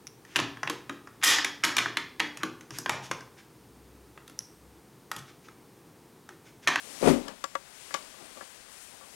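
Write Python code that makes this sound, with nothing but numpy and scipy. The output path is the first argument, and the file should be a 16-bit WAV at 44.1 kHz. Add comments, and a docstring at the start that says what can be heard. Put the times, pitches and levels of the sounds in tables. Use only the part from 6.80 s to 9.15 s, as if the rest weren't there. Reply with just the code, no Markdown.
"""Over room tone and a picture tube's faint whistle, a sleeping bag swishes with every move of its wearer.
After a shuffle on the living-room carpet they land against a beanbag (0.2 s): a soft thump, a brief boom.
From 0.5 s a small plastic housing close by clicks and creaks; two sharp clicks set a metal fitting pinging.
More swishes and shuffles follow as the wearer straightens and topples forward.
Only the left channel carries sound."""
import sys
import numpy as np
from scipy import signal
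from scipy.io import wavfile

SR = 44100
rng = np.random.default_rng(int(sys.argv[2]) if len(sys.argv) > 2 else 0)


def dump(signal):
    """Clip the signal to [-1, 1] and save it as 16-bit WAV at the path in sys.argv[1]."""
    limited = np.clip(np.atleast_2d(signal).T, -1, 1)
    pcm = np.round(limited * 32767).astype(np.int16)
    wavfile.write(sys.argv[1], SR, pcm)


N = 103635
TIME_S = np.arange(N) / SR


def from_db(db):
    """Decibels to gain."""
    return 10 ** (np.asarray(db) / 20)


def unit_rms(x):
    """Scale to rms 1."""
    return x / np.sqrt(np.mean(x ** 2) + 1e-20)


def at_hz(points, hz):
    """Interpolate a table over log frequency."""
    points_hz, values = np.transpose(points)
    return np.interp(np.log(hz), np.log(points_hz), values)


def decay(age_s, t60_s):
    """Unity gain until age 0, then -60 dB per t60_s."""
    return np.exp(-np.log(1000) * np.maximum(age_s, 0) / t60_s)


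def drift(rate_hz):
    """Low-passed random wander, rms 1."""
    pole = np.exp(-2 * np.pi * rate_hz / SR)
    return unit_rms(signal.lfilter([1], [1, -2 * pole, pole * pole], rng.standard_normal(2 * N))[N:])


def band_noise(spectrum, envelope=lambda hz: 1):
    """36-band noise following a spectrum; rms 1 before each band is scaled by envelope(hz)."""
    edges_hz = np.geomspace(20, 17000, 37)
    white = rng.standard_normal((2, N + SR // 4))
    out, power = 0, 0
    for k, (low_hz, high_hz) in enumerate(zip(edges_hz, edges_hz[1:])):
        bandpass = signal.butter(2, [low_hz, high_hz], "band", fs=SR, output="sos")
        band = signal.sosfilt(bandpass, white[k % 2])[-N:]
        hz = np.sqrt(low_hz * high_hz)
        gain = from_db(at_hz(spectrum, hz)) * np.sqrt(high_hz - low_hz)
        out += gain * unit_rms(band) * envelope(hz)
        power += gain ** 2
    return out / np.sqrt(power)


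def ring(start_s, hz, t60_s):
    """One struck mode: a damped sine."""
    out = np.zeros(N)
    live = slice(int(start_s * SR) + 1, int((start_s + 2 * t60_s) * SR))
    age_s = TIME_S[live] - start_s
    out[live] = np.sin(2 * np.pi * hz * age_s) * decay(age_s, t60_s)
    return out


def reverb(x, t60_s):
    """Living room: a dull, decaying cloud of echoes."""
    age_s = TIME_S[:SR // 2]
    lowpass = signal.butter(1, 6000, fs=SR, output="sos")
    echoes = signal.sosfilt(lowpass, rng.standard_normal(len(age_s)))
    echoes *= decay(age_s, t60_s) * np.minimum(age_s / 0.0017, 1)
    return signal.fftconvolve(x, echoes / np.sqrt(np.sum(echoes ** 2)))[:N]


# Room tone and hiss: (frequency [Hz], density [dB])
ROOM_TONE_SPECTRUM = [(25, 0), (60, -2), (120, 0), (220, 1), (350, 1), (600, 3), (1000, 0), (1800, 0),
                      (3500, -4), (6000, -5), (9000, -5.5), (12000, -13.5), (15500, -20.5)]


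def background(noise_db=-49, whistle_hz=15735, whistle_db=-73):
    """Steady room tone and hiss, plus a picture tube's line whistle."""
    whistle = from_db(whistle_db) * np.sin(2 * np.pi * whistle_hz * TIME_S)
    return from_db(noise_db) * band_noise(ROOM_TONE_SPECTRUM) + whistle


# Rubbing contour: (time [s], level [dB], treble sheen [dB])
CLOTH_MOVES = [(0, -47, 3.5), (0.17, -42.5, 2), (0.22, -37.5, 2), (0.29, -26.5, -1.5), (0.34, -35.5, -1.5),
               (0.409, -46, -0.5), (0.5, -47, -11), (0.58, -61, -5), (0.83, -62.5, 5), (0.97, -49.5, 2.5),
               (1.14, -44.5, 1), (1.35, -50.5, 1.5), (1.6, -48.5, 1.5), (1.87, -55, 2), (1.93, -50, 5),
               (2.03, -51, 7.5), (2.23, -55.5, 4), (2.35, -51.5, 5)]
# Swish: (frequency [Hz], density [dB])
CLOTH_SPECTRUM = [(100, -10), (300, -9), (700, -9), (1400, 0.5), (2600, 2.5), (5000, 0), (7000, -1),
                  (9000, 1), (11500, -7.5), (14000, -20.5), (16000, -16)]


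def cloth(flicker_db=1, flicker_hz=7.7, grain_db=1, grain_hz=320, sheen_ramp_hz=(3500, 8000)):
    """The sleeping bag slides over itself: a fine-grained swish with varying sheen."""
    times_s, levels_db, sheens_db = np.transpose(CLOTH_MOVES)
    level_db = np.interp(TIME_S, times_s, levels_db)
    sheen_db = np.interp(TIME_S, times_s, sheens_db)

    def band_gain(hz):
        treble_share = np.interp(hz, sheen_ramp_hz, (0, 1))
        return from_db(flicker_db * drift(flicker_hz) + treble_share * sheen_db)
    swish = band_noise(CLOTH_SPECTRUM, band_gain)
    return from_db(level_db + grain_db * drift(grain_hz)) * swish


# Feet and padding: (peak time [s], level [dB], Gaussian sigma [s])
SHUFFLE_SWELLS = [(0.129, -48, 0.083), (0.485, -40.5, 0.036), (1.196, -49.5, 0.08), (1.419, -47.5, 0.026),
                  (1.513, -52.5, 0.036), (1.578, -46, 0.0095), (1.626, -46.5, 0.009), (2.138, -48, 0.0087),
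                  (2.236, -51, 0.0091), (2.355, -53, 0.025)]
# Dull scuff: (frequency [Hz], density [dB])
SHUFFLE_SPECTRUM = [(70, -32.5), (200, -0.5), (360, -0.5), (650, -1.5), (1100, -6), (2000, -30.5),
                    (5000, -49)]


def shuffles():
    """Weight shifts on the carpet in dull swells."""
    swells = sum(from_db(db) * np.exp(-0.5 * ((TIME_S - peak_s) / sigma_s) ** 2)
                 for peak_s, db, sigma_s in SHUFFLE_SWELLS)
    return band_noise(SHUFFLE_SPECTRUM) * swells


# Soft blows of the landing: (time [s], level [dB], attack [s], extra bass [dB])
LANDING_BLOWS = [(0.207, -35, 0.0085, -0.5), (0.225, -21, 0.0042, 1), (0.253, -20.5, 0.0059, 3),
                 (0.27, -16, .004, 3.5), (0.3, -26, 0.0022, 13.5)]
# Padding crush: (frequency [Hz], density [dB])
CRUSH_SPECTRUM = [(25, -18), (60, -17.5), (105, -15), (160, -4.5), (250, -2), (420, 0), (650, -4.5),
                  (1050, -10.5), (1500, -18.5), (2500, -17), (5000, -55)]
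# Crush decay: (frequency [Hz], t60 [s])
CRUSH_DECAY = [(50, 0.47), (130, 0.11), (270, 0.34), (550, 0.32), (1100, 0.35), (3000, 0.18)]
# Floor and room modes: (frequency [Hz], level [dB], t60 [s])
BOOM_MODES = [(150.5, -13, 0.19), (183.6, -27, 0.49), (212, -23, 0.52), (240.7, -8, 0.318),
              (272.8, -10.5, .38), (338.7, -18, .25), (375.5, -9, 0.21), (426.7, -5.5, 0.12),
              (498, -11.5, 0.24), (550, -10, 0.33), (611, -13, 0.34), (709, -11.5, 0.2), (737, -15.5, 0.15),
              (841, -29, 0.3), (947, -18, 0.13), (1005, -13.5, 0.13), (1125, -20, 0.11)]


def thump(boom_gain_db=3, bass_ramp_hz=(250, 500)):
    """Each blow crushes the padding and drives floor and room modes, which decay at their own rates."""
    def envelope(hz, t60_s):
        bass_share = np.interp(hz, bass_ramp_hz, (1, 0))
        power = 0
        for start_s, db, attack_s, bass_db in LANDING_BLOWS:
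            age_s = TIME_S - start_s
            blow = np.clip(age_s / attack_s, 0, 1) * decay(age_s - attack_s, t60_s)
            power += (from_db(db + bass_share * bass_db) * blow) ** 2
        return np.sqrt(power)
    crush = band_noise(CRUSH_SPECTRUM, lambda hz: envelope(hz, at_hz(CRUSH_DECAY, hz)))
    boom = sum(from_db(db) * np.sin(2 * np.pi * hz * TIME_S) * envelope(hz, t60_s)
               for hz, db, t60_s in BOOM_MODES)
    return crush + from_db(boom_gain_db) * boom


# Plastic slips: (time [s], ring level [dB], low EQ [dB], nasal EQ [dB], top EQ [dB],
# crack level [dB], crack hold [s], reverb send [dB])
HOUSING_SLIPS = [(0.481, -38, 1, 10.5, 2, -32, 0.0034, -11.5),
                 (0.6404, -21.5, -4, -2, -4, -26.5, 0.0037, -24),
                 (0.7530, -19.5, -1.5, -4, 8.5, -32.5, 0.0029, -31),
                 (1.107, -40.5, 1, 10.5, -4, -45, 0.0037, -14),
                 (1.1412, -29, -13, -9, -12, -24, 0.0028, -7.5), (1.1455, -25, 2, 1.5, -15, -43, .003, -20),
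                 (1.341, -46, 2, -13, -6, -65, .003, -17), (1.570, -46, 11.5, -11, -6, -63, .003, -8.5),
                 (1.609, -38, 5, 9.5, -14, -66, 0.0019, -12),
                 (2.211, -44.5, 2, -13, -11, -58, 0.0028, -2.5)]
# Housing resonances: (frequency [Hz], level [dB], t60 [s])
HOUSING_MODES = [(295, -15.5, 0.06), (549, -5, 0.083), (727, -5, 0.029), (940, -13.5, 0.093),
                 (1041, -4.5, 0.031), (1152, 3, 0.044), (1387, -8.5, 0.071), (1526, -12, .05),
                 (1689, -6.5, 0.053), (1764, -13, 0.056), (1953, -7.5, 0.035), (2148, -12, .04),
                 (2585, -19, 0.031), (2885, -24, 0.038), (3370, -28, 0.046)]
# Crack grit: (frequency [Hz], density [dB])
CRACK_SPECTRUM = [(200, 3), (600, -1.5), (1100, 8.5), (2100, 2.5), (3100, 3.5), (3700, 1.5), (4300, -4),
                  (5300, 3.5), (6300, -3), (7400, -2), (8500, -25), (11000, -7.5), (14000, -26)]


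def housing_clicks(crack_t60_s=0.0046, tail_db=-12, tail_t60_s=0.082, low_cut_hz=216):
    """Each slip of the plastic cracks and rings the housing, which is too small to radiate bass."""
    grit = band_noise(CRACK_SPECTRUM)
    direct, send = 0, 0
    for start_s, ring_db, low_db, nasal_db, top_db, crack_db, hold_s, send_db in HOUSING_SLIPS:
        eq = [(600, low_db), (1150, 0), (1700, nasal_db), (2900, top_db)]
        modes = sum((-1) ** k * from_db(ring_db + mode_db + at_hz(eq, hz)) * ring(start_s, hz, t60_s)
                    for k, (hz, mode_db, t60_s) in enumerate(HOUSING_MODES))
        age_s = TIME_S - start_s
        snap = decay(age_s - hold_s, crack_t60_s)
        tail = from_db(tail_db) * decay(age_s - hold_s, tail_t60_s)
        crack = from_db(crack_db) * (age_s > 0) * (snap + tail) * grit
        click = modes + crack
        direct += click
        send += from_db(send_db) * click
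    highpass = signal.butter(3, low_cut_hz, "high", fs=SR, output="sos")
    return signal.sosfilt(highpass, direct + reverb(send, t60_s=0.16))


# Jolts to the fitting: (time [s], level [dB])
METAL_JOLTS = [(0.6405, -33.5), (1.1418, -40)]
# Fitting resonances: (frequency [Hz], level [dB], t60 [s])
METAL_MODES = [(5355, -8, .035), (7190, -4, .035), (7420, 0, .045)]


def metal_pings(reverb_db=-6):
    """A small metal fitting, jogged at two sharp clicks, rings and leaves a shimmer in the room."""
    direct = sum(from_db(db + mode_db) * ring(start_s, hz, t60_s)
                 for start_s, db in METAL_JOLTS for hz, mode_db, t60_s in METAL_MODES)
    return direct + from_db(reverb_db) * reverb(direct, t60_s=0.42)


def scene():
    """All sources left; right silent."""
    left = background() + cloth() + shuffles() + thump() + housing_clicks() + metal_pings()
    return np.array([left, np.zeros(N)])


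def record(dry):
    """Steep low-pass at 16 kHz."""
    return signal.sosfilt(signal.ellip(12, 0.1, 90, 16000, fs=SR, output="sos"), dry)


dry = scene()
out = record(dry)
dump(out)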